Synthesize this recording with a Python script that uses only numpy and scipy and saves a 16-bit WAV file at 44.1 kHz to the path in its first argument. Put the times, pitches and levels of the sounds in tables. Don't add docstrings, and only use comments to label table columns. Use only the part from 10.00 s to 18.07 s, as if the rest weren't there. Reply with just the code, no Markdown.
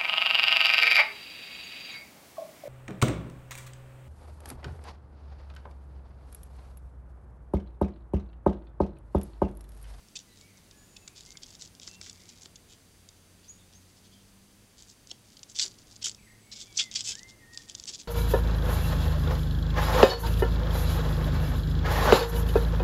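import sys
import numpy as np
from scipy import signal
from scipy.fft import rfft, irfft
from scipy.io import wavfile

SR = 44100
rng = np.random.default_rng(int(sys.argv[2]) if len(sys.argv) > 2 else 0)


def generate_wav(signal):
    frames = np.transpose(np.atleast_2d(signal))
    scaled = np.clip(frames, -1, 1) * 32767
    pcm = np.round(scaled).astype(np.int16)
    wavfile.write(sys.argv[1], SR, pcm)


N = 356063
TIME = np.arange(N) / SR

# (f/Hz, relative level/dB per Hz)
AIR_SPECTRUM = [(12, -37), (20, -7.5), (42, -6), (54, -2), (72, -8.5), (100, -6), (130, -7.5), (200, -8),
                (290, -10.5), (580, -18), (1200, -22.5), (4000, -23.5), (9000, -25), (15600, -34.5)]
AIR_RMS_DB = -59
# (t/s, level/dB)
RUMBLE_SWELL = [(0, -1.5), (.6, .5), (1.8, 1.5), (3, -.5), (5, -1.5), (5.7, 1), (6.4, 0), (7.1, 2),
                (8.07, 1.5)]
# (f/Hz, rms level/dB)
WHINE_LINES = [(4687, -77.5), (6250, -77), (9375, -78), (10938, -82.5), (12500, -89), (14062, -88)]
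# (t/s, f/Hz, fundamental level/dB, octave level/dB)
ENGINE_COURSE = [(0, 104, -74, -78), (.45, 97, -61, -70), (1.2, 91, -74, -75), (2.0, 91, -58.5, -64.5),
                 (2.7, 90, -67, -78), (3.6, 91, -61, -68), (4.45, 99, -64.5, -60.5), (4.9, 102, -68, -78),
                 (6.2, 106, -62, -67), (6.7, 108, -64, -71), (7.05, 109, -59, -66), (7.6, 101, -65, -82),
                 (8.07, 100, -69, -64)]
# (t/s, f/Hz, level/dB)
BLACKBIRD_WHISTLES = [
    [(.27, 2010, -72), (.31, 1970, -71.5), (.37, 1940, -76)],
    [(.41, 2220, -70), (.45, 2270, -65.5), (.47, 2280, -69)],
    [(.72, 1676, -71), (.77, 1703, -71), (.84, 1696, -69)],
    [(1.02, 2660, -69), (1.06, 2570, -64)],
    [(1.27, 2090, -65), (1.32, 2140, -68), (1.38, 2130, -69)],
    [(1.885, 2660, -63), (1.94, 2700, -61), (1.99, 2736, -60)],
    [(6.43, 2220, -73), (6.54, 2230, -66), (6.65, 2180, -69)],
    [(6.67, 2380, -67), (6.72, 2260, -63), (6.76, 2270, -66), (6.83, 2100, -50), (6.88, 2040, -56),
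     (6.905, 1890, -63)],
    [(7.13, 1540, -59), (7.18, 1840, -58), (7.24, 2075, -57.5), (7.29, 2098, -55), (7.35, 2090, -61)],
    [(7.395, 1970, -71), (7.435, 1855, -58), (7.48, 1850, -60.5), (7.53, 1882, -59), (7.58, 1850, -56.5),
     (7.615, 1830, -62)],
]
# (t/s, length/s, first f/Hz, last f/Hz, level/dB)
BLACKBIRD_TRILLS = [(.46, .13, 2280, 2080, -70), (1.07, .08, 2500, 2280, -70), (2.15, .28, 2150, 2260, -72),
                    (6.18, .08, 2450, 2200, -67), (6.26, .11, 1950, 2000, -66)]
# (t/s, length/s, top f/Hz, level/dB)
SMALL_BIRD_CALLS = [(.76, .34, 6930, -63), (6.19, .14, 7950, -65), (6.40, .14, 7850, -67)]
# (t/s, length/s, top f/Hz, level/dB)
TIT_CHIRPS = [(3.478, .052, 6850, -43.5), (3.738, .05, 6530, -56)]
# (t/s, length/s, top f/Hz, level/dB)
FAR_TWITTER = [(.29, .1, 4050, -66), (3.585, .04, 3620, -64), (4.11, .045, 3200, -63),
               (6.645, .09, 3450, -63)]
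# (f/Hz, relative level/dB, t60/s)
BOX_MODES = [(288, -6, .03), (389, 0, 0.06), (523, -4.5, .02), (670, -1, .018), (910, -2.5, 0.011)]
# (f/Hz, relative level/dB, t60/s)
WALL_MODES = [(1103, -6, 0.012), (1350, -3, 0.017), (1596, -3.5, 0.028), (1810, -6, 0.022),
              (1980, -1, 0.027), (2310, -1, 0.022)]
# (f/Hz, width/Hz, level over direct sound/dB)
BOARD_RINGING = [(1543, 130, 7.5), (2070, 50, -4), (2700, 20, -11), (3297, 63, -1), (3492, 29, 5.5),
                 (3740, 40, 6), (4566, 180, -4.5), (4900, 78, -5.5), (5680, 51, -5.5), (6300, 130, -7.5),
                 (7020, 140, -2.5)]
# (f/Hz, relative level/dB per Hz)
CLAW_SPECTRUM = [(400, -31), (1000, -29), (1600, -23), (2300, -14), (3100, -4.5), (4000, -1.5), (4800, 3),
                 (5400, 3), (6500, 1.5), (7700, -0.5), (8400, -11), (9300, -22.5), (12000, -35),
                 (15500, -47)]
# (t/s, time scale/s, thud level/dB, knock level/dB)
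FEEDER_BUMPS = [(1.074, .0058, -72, -57), (1.352, .0032, -70, -55), (1.876, .0036, -60, -52.5),
                (2.011, .0031, -59, -51.5), (2.06, .03, -67, -60), (2.456, .005, -59, -58.5),
                (5.114, .006, -53.5, -64), (5.635, .035, -58, -59), (6.064, .0056, -56, -48.5),
                (6.797, .02, -61, -49), (7.084, .035, -61, -61), (7.889, .023, -60, -61)]
# (t/s, time scale/s, f/Hz, peak level before flutter/dB)
CLAW_SQUEAKS = [(0.156, 0.012, 7270, -43.5), (0.157, 0.014, 4570, -48), (0.16, 0.017, 3560, -46),
                (0.1545, 0.015, 2590, -48), (0.963, 0.011, 2600, -51), (1.433, 0.0099, 3300, -50),
                (5.105, 0.014, 5500, -44.5), (5.099, 0.022, 4050, -54), (5.615, .018, 4670, -29),
                (6.772, 0.0065, 6080, -22.5), (6.789, .020, 3360, -27.5), (6.791, 0.013, 3460, -34),
                (6.788, 0.02, 2770, -32.5), (7.072, .05, 2610, -48.5)]
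# (t/s, skitter time scale/s, rms level over 4 ms/dB)
CLAW_CLICKS = [(.085, .0011, -55), (.155, .003, -40.5), (.1905, .0005, -43), (.711, .002, -50),
               (.9657, .0032, -43.5), (1.0775, .0024, -39.5), (1.2077, .0008, -45), (1.262, .0005, -47.5),
               (1.3059, .0004, -47), (1.3224, .0005, -49), (1.3713, .0026, -41), (1.4331, .0013, -41.5),
               (1.5514, .0008, -46), (1.6212, .0015, -43), (1.751, .0005, -51), (1.7983, .0009, -44.5),
               (1.8756, .0019, -36), (2.0133, .0023, -38.5), (2.0966, .0017, -39), (2.2907, .0037, -43.5),
               (2.4324, .0024, -46), (2.4578, .0013, -43), (2.5576, .0034, -44), (3.0889, .0018, -46),
               (4.8234, .0009, -48), (5.0724, .0008, -48.5), (5.1138, .0014, -34.5), (5.369, .003, -46),
               (5.393, .0005, -50), (5.4311, .0026, -39.5), (5.6625, .0004, -36), (5.68, .0005, -41.5),
               (5.9633, .0015, -45.5), (6.0282, .0006, -35), (6.0841, .0006, -34), (6.0955, .0011, -34),
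               (6.115, .0005, -42.5), (6.1474, .0004, -45), (6.6134, .001, -39.5), (6.8299, .0005, -37),
               (6.8394, .0004, -38), (6.9142, .0012, -38), (6.9406, .0005, -38), (7.0075, .0004, -30.5),
               (7.1197, .001, -34.5), (7.1536, .0007, -36.5), (7.1931, .0007, -43), (7.232, .0003, -43),
               (7.5458, .002, -47), (7.5747, .0013, -33), (7.6974, .001, -37.5), (7.7508, .0007, -33.5),
               (7.7987, .0004, -37.5), (7.8386, .0006, -39.5), (7.8555, .001, -42.5)]
# (t of the peak/s, time scale/s, rms level/dB, body colour/dB, edge colour/dB)
SINGLE_STROKES = [(.165, .013, -39, 2, 0), (.196, .024, -54, 6, 1), (1.179, .036, -50, 5, -1),
                  (1.434, .02, -48.5, 1, -6), (1.621, .04, -46.5, 1, 1), (1.835, .034, -49, 5, -1),
                  (1.88, .025, -48, 3, 3), (2.06, .05, -50, 4, 1.5), (2.715, .04, -55, 8, 1.5),
                  (3.45, .04, -62, 7, -3), (3.745, .035, -61, 7, -3), (4.895, .043, -54.5, -4, 1),
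                  (5.503, .025, -50, 0, 5), (5.568, .03, -39, 2, -1), (5.589, .003, -25, -2, -3),
                  (5.597, .0037, -19.5, 1, -7), (5.603, .0064, -26, 0, -4), (5.624, .02, -26.5, 1.5, 1),
                  (5.648, .031, -40.5, 11, 8), (6.026, .016, -41.5, 5.5, -6), (6.046, .008, -28.5, 6, 3),
                  (6.062, .026, -29.5, 4, 3.5), (6.088, .031, -49, 10, 3), (6.528, .017, -40.5, 1.5, -7),
                  (6.573, .039, -46, 3, -3), (6.614, .031, -43, 2.5, 1), (6.767, .022, -44, 0, -2),
                  (6.777, .008, -26, -12, -2), (6.8, .026, -24.5, 6.5, -5.5), (6.83, .04, -48, -3, 3),
                  (6.93, .024, -46, 10, -3), (6.963, .016, -26.5, 0, -5), (6.988, .042, -36, 2, -2),
                  (7.052, .017, -38, -1, 4), (7.085, .049, -32, 2.5, 4), (7.12, .02, -41.5, 9.5, -10),
                  (7.294, .027, -52, 1, -2), (7.7, .03, -52, 3, -3), (7.889, .026, -36, 2.5, .5),
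                  (7.941, .022, -39, 0, -1), (8.002, .02, -45, 1, 0)]
# (start t/s, end t/s, rms level of a stroke/dB)
SCRABBLE_BOUTS = [(.36, .43, -60), (.55, .6, -60), (1.2, 1.33, -58.5), (1.45, 1.58, -56), (1.64, 1.7, -53),
                  (1.91, 1.96, -54), (2.0, 2.13, -54), (2.15, 2.47, -57.5), (4.77, 4.85, -58),
                  (5.09, 5.14, -56), (5.26, 5.33, -61), (5.68, 5.97, -59), (6.65, 6.76, -60),
                  (7.13, 7.21, -54), (7.53, 7.65, -56), (7.68, 7.86, -55), (7.9, 8.04, -53)]

PAWS_PER_S, PAW_S, PAW_SPREAD_DB = 24, .026, 1.5
PAW_BODY_DB, PAW_EDGE_DB = 3.5, 0.0
TICKS_PER_S, TICK_S, TICK_OVER_DB, TICK_SPREAD_DB = 20, .0006, 5.5, 1.5
CLICK_BODY_DB, BODY_DB_PER_OCTAVE, CLICK_EDGE_DB = .7, 1.7, 0.0
CLICK_COLOUR_SPREAD_DB = 1.5
RISE_SHARE = .45
PRESSURE_SHAPE = 1.9
RUBS_MIDDLE_S, RUBS_PER_S, RUB_S = 4.055, 13.0, .025
RUB_DB, RUB_FADE_DB = -60, 2.5
RUB_BODY_DB, RUB_EDGE_DB = 6.0, -3.0
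CUTOFF_HZ = 15750


def from_db(db):
    return 10 ** (np.asarray(db) / 20)


def rms_one(x):
    return x / np.sqrt(np.mean(x ** 2) + 1e-20)


def at_hz(points, hz):
    points = np.array(points, float)
    return np.interp(np.log(np.maximum(hz, 1)), np.log(points[:, 0]), points[:, 1])


def add(out, sound, start_s):
    at = max(round(start_s * SR), 0)
    out[at:at + len(sound)] += sound[:max(N - at, 0)]


def drift(rate, size):
    knots = rng.standard_normal(int(size / SR * rate) + 2)
    return np.interp(np.arange(size) / SR * rate, np.arange(len(knots)), knots)


def with_energy(sound, level_db, samples):
    return sound * from_db(level_db) * np.sqrt(samples / (np.sum(sound ** 2) + 1e-20))


def background():
    hz = np.arange(N // 2 + 1) * SR / N
    shaped = irfft(rfft(rng.standard_normal(N)) * from_db(at_hz(AIR_SPECTRUM, hz)), N)
    air = from_db(AIR_RMS_DB) * rms_one(shaped)
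    low = irfft(rfft(air) / (1 + (hz / 1200) ** 2), N)
    swell = from_db(np.interp(TIME, *np.transpose(RUMBLE_SWELL)))
    whine = sum(np.sqrt(2) * from_db(db) * np.sin(2 * np.pi * line_hz * TIME)
                for line_hz, db in WHINE_LINES)
    return air + low * (swell - 1) + whine


def engine(trim_db=-2.5):
    s, hz, *levels = np.transpose(ENGINE_COURSE)
    pitch = np.interp(TIME, s, hz) * (1 + 0.0083 * drift(18, N))
    phase = 2 * np.pi * np.cumsum(pitch) / SR
    out = np.zeros(N)
    for harmonic, db in enumerate(levels, start=1):
        loudness = from_db(np.interp(TIME, s, db) + trim_db + 1.86 * drift(14, N))
        out += np.sqrt(2) * loudness * np.sin(harmonic * phase)
    return out


def trees(sound, wet_db, t60):
    t = np.arange(SR) / SR
    tail = rng.standard_normal(SR) * 1000 ** (-t / t60) * (1 - np.exp(-t / 0.0065))
    return sound + signal.fftconvolve(sound, with_energy(tail, wet_db, 1))[:N]


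def whistles(notes, waver, flutter_db, fade_s=0.0048, trill=0.0, trill_hz=32):
    out = np.zeros(N)
    for note in notes:
        s, hz, level_db = np.transpose(note)
        t = np.arange(s[0], s[-1], 1 / SR)
        swing = trill * np.sin(2 * np.pi * trill_hz * (t - t[0]))
        pitch = np.interp(t, s, hz) * (1 + waver * drift(250.6, len(t)) + swing)
        gate = np.clip(np.minimum(t - t[0], t[-1] - t) / fade_s, 0, 1)
        loudness = gate * from_db(np.interp(t, s, level_db) + flutter_db * drift(61.6, len(t)))
        add(out, np.sqrt(2) * loudness * np.sin(2 * np.pi * np.cumsum(pitch) / SR), s[0])
    return out


def arches(calls, rise, fall, ends_db, top_share):
    return [[(s, hz * (1 - rise), db + ends_db),
             (s + top_share * length_s, hz, db),
             (s + length_s, hz * (1 - fall), db + ends_db)] for s, length_s, hz, db in calls]


def slides(calls, fade_db):
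    return [[(s, first_hz, db + fade_db / 2),
             (s + length_s, last_hz, db - fade_db / 2)] for s, length_s, first_hz, last_hz, db in calls]


def birds():
    trills = slides(BLACKBIRD_TRILLS, fade_db=4.0)
    calls = arches(SMALL_BIRD_CALLS, rise=.005, fall=.003, ends_db=-2.0, top_share=.5)
    chirps = arches(TIT_CHIRPS, rise=.17, fall=.015, ends_db=-12.0, top_share=.38)
    notes = arches(FAR_TWITTER, rise=.04, fall=.06, ends_db=-3.0, top_share=.3)

    whistled = trees(whistles(BLACKBIRD_WHISTLES, waver=0.0037, flutter_db=1.5), wet_db=-7.5, t60=.85)
    trilled = trees(whistles(trills, waver=.03, flutter_db=3.0, trill=0.07), wet_db=-2.0, t60=.5)
    thin = trees(whistles(calls, waver=.011, flutter_db=2.0), wet_db=-5.0, t60=0.3)
    chirped = trees(whistles(chirps, waver=0.02, flutter_db=2.5), wet_db=-7.5, t60=0.25)
    twitter = trees(whistles(notes, waver=.04, flutter_db=3.0), wet_db=1.0, t60=0.3)
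    small = from_db(-4.0) * thin + from_db(-2.0) * chirped + from_db(-5.0) * twitter
    return whistled + from_db(-2.0) * trilled + small


def bumps():
    out, t = np.zeros(N), np.arange(SR // 6) / SR
    for s, length_s, thud_db, knock_db in FEEDER_BUMPS:
        force = rng.standard_normal(len(t)) * np.exp(-(t / length_s) ** 2)
        for modes, level_db in ((BOX_MODES, thud_db), (WALL_MODES, knock_db)):
            ring = np.zeros(len(t))
            for k, (hz, db, t60) in enumerate(modes):
                sign = (-1) ** k
                ring += sign * from_db(db) * np.sin(2 * np.pi * hz * t) * 1000 ** (-t / t60)
            sound = signal.fftconvolve(force, ring)
            add(out, with_energy(sound, level_db, (length_s + 0.0026) * SR), s)
    return out


def squeaks(waver=0.015):
    out = np.zeros(N)
    for s, length_s, hz, level_db in CLAW_SQUEAKS:
        t = np.arange(0, 1.7 * length_s, 1 / SR)
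        grip = np.interp(t / length_s, [0, .06, .85, 1.5], [0, 1, 1, 0]) ** 2
        phase = 2 * np.pi * hz * np.cumsum(1 + waver * drift(760, len(t))) / SR
        loudness = from_db(level_db + 3.5 * drift(590, len(t)))
        add(out, loudness * grip * np.sin(phase), s)
    return out


def causal(gain_db):
    cepstrum = irfft(np.log(from_db(gain_db)))
    half = len(cepstrum) // 2
    cepstrum[1:half] *= 2
    cepstrum[half + 1:] = 0
    return np.exp(rfft(cepstrum))


def through_boards(force, body_db, edge_db, ring_db, grit_db, patchy_db, patch_hz, size=4096):
    hz = np.arange(size // 2 + 1) * SR / size
    colour = [(700, .5 * edge_db), (1800, body_db), (3200, body_db), (4200, 0), (5200, 0),
              (6300, edge_db), (8500, edge_db), (10500, 2 * edge_db + grit_db)]
    patches = np.interp(hz / patch_hz, np.arange(len(hz)), rng.standard_normal(len(hz)))
    spot = at_hz(colour, hz) + patchy_db * patches
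    wood = 1
    for mode_hz, width_hz, mode_db in BOARD_RINGING:
        strength = from_db(mode_db + ring_db + rng.normal(0, 1.8))
        wood = wood + strength / (1 + 2j * (hz - mode_hz) / width_hz)
    response = irfft(causal(at_hz(CLAW_SPECTRUM, hz) + spot) * wood)
    return signal.fftconvolve(force, response)


def clicks(snaps, trim_db=-.5, chatter=0.2, rebound_db=-8.0):
    out, t = np.zeros(N), np.arange(SR // 40) / SR
    level_window_s, usual_s = .004, .001
    for s, length_s, level_db in snaps:
        force = chatter * rng.standard_normal(len(t)) * np.exp(-.3 * (t / length_s) ** 2)
        force[0] += 1
        landing = int(rng.uniform(.001, .005) * SR)
        force[landing] += from_db(rebound_db + rng.normal(0, 3))
        body_db = CLICK_BODY_DB + BODY_DB_PER_OCTAVE * np.log2(length_s / usual_s)
        body_db += CLICK_COLOUR_SPREAD_DB * rng.standard_normal()
        edge_db = CLICK_EDGE_DB + CLICK_COLOUR_SPREAD_DB * rng.standard_normal()
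        sound = through_boards(force, body_db, edge_db, ring_db=-4.0, grit_db=-16.0,
                               patchy_db=2.4, patch_hz=611)
        add(out, with_energy(sound, level_db + trim_db, level_window_s * SR), s)
    return out


def slips(size, per_s, spread_db):
    heights = from_db(spread_db * np.minimum(rng.exponential(1, size), 4))
    signs = rng.choice([-1, 1], size)
    return heights * signs * (rng.random(size) < per_s / SR)


def scratches(strokes, judder_db, slips_per_s, spread_db, rub):
    out = np.zeros(N)
    for peak_s, length_s, level_db, body_db, edge_db in strokes:
        rise_s, fall_s = RISE_SHARE * length_s, (1 - RISE_SHARE) * length_s
        t = np.arange(-1.8 * rise_s, 2.1 * fall_s, 1 / SR)
        pressure = np.exp(-.5 * np.abs(t / np.where(t < 0, rise_s, fall_s)) ** PRESSURE_SHAPE)
        per_s = slips_per_s * from_db(.8 * (level_db + 42.5))
        ridges = from_db(judder_db * drift(258.5, len(t)))
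        friction = slips(len(t), per_s, spread_db) + rub * rng.standard_normal(len(t))
        force = pressure * ridges * friction
        sound = through_boards(force, body_db, edge_db, ring_db=-5.5, grit_db=4.0,
                               patchy_db=2.5, patch_hz=110)
        add(out, with_energy(sound, level_db, np.sum(pressure ** 2)), peak_s + t[0])
    return out


def rubs(count=7):
    return [(RUBS_MIDDLE_S + k / RUBS_PER_S, RUB_S, RUB_DB - RUB_FADE_DB * abs(k), RUB_BODY_DB, RUB_EDGE_DB)
            for k in np.arange(count) - count // 2]


def scrabbling():
    strokes, ticks = [], []
    for start_s, end_s, level_db in SCRABBLE_BOUTS:
        bout_s = end_s - start_s
        count = max(round(PAWS_PER_S * bout_s), 1)
        for k in range(count):
            late, longer, louder = rng.standard_normal(3)
            s = start_s + bout_s * (k + .5 + .15 * late) / count
            length_s = PAW_S * np.exp(.2 * longer)
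            stroke_db = level_db + PAW_SPREAD_DB * louder
            strokes.append((s, length_s, stroke_db, PAW_BODY_DB, PAW_EDGE_DB))
        for s in rng.uniform(start_s, end_s, round(TICKS_PER_S * bout_s)):
            tick_db = level_db + TICK_OVER_DB + TICK_SPREAD_DB * rng.standard_normal()
            ticks.append((s, TICK_S, tick_db))
    return strokes, ticks


def squirrel():
    light_strokes, ticks = scrabbling()
    single = scratches(SINGLE_STROKES, judder_db=2.2, slips_per_s=2000, spread_db=3.0, rub=.05)
    light = scratches(light_strokes, judder_db=2.5, slips_per_s=1500, spread_db=3.2, rub=.04)
    soft = scratches(rubs(), judder_db=1.5, slips_per_s=2000, spread_db=2.0, rub=.2)
    close = single + light + soft + clicks(CLAW_CLICKS + ticks) + squeaks() + bumps()
    return trees(close, wet_db=-19.5, t60=0.24)


def scene():
    return (background() + engine() + birds() + squirrel())[None]


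def record(dry):
    lowpass = signal.ellip(10, .2, 70, CUTOFF_HZ, fs=SR, output="sos")
    return signal.sosfilt(lowpass, dry)


dry = scene()
out = record(dry)
generate_wav(out)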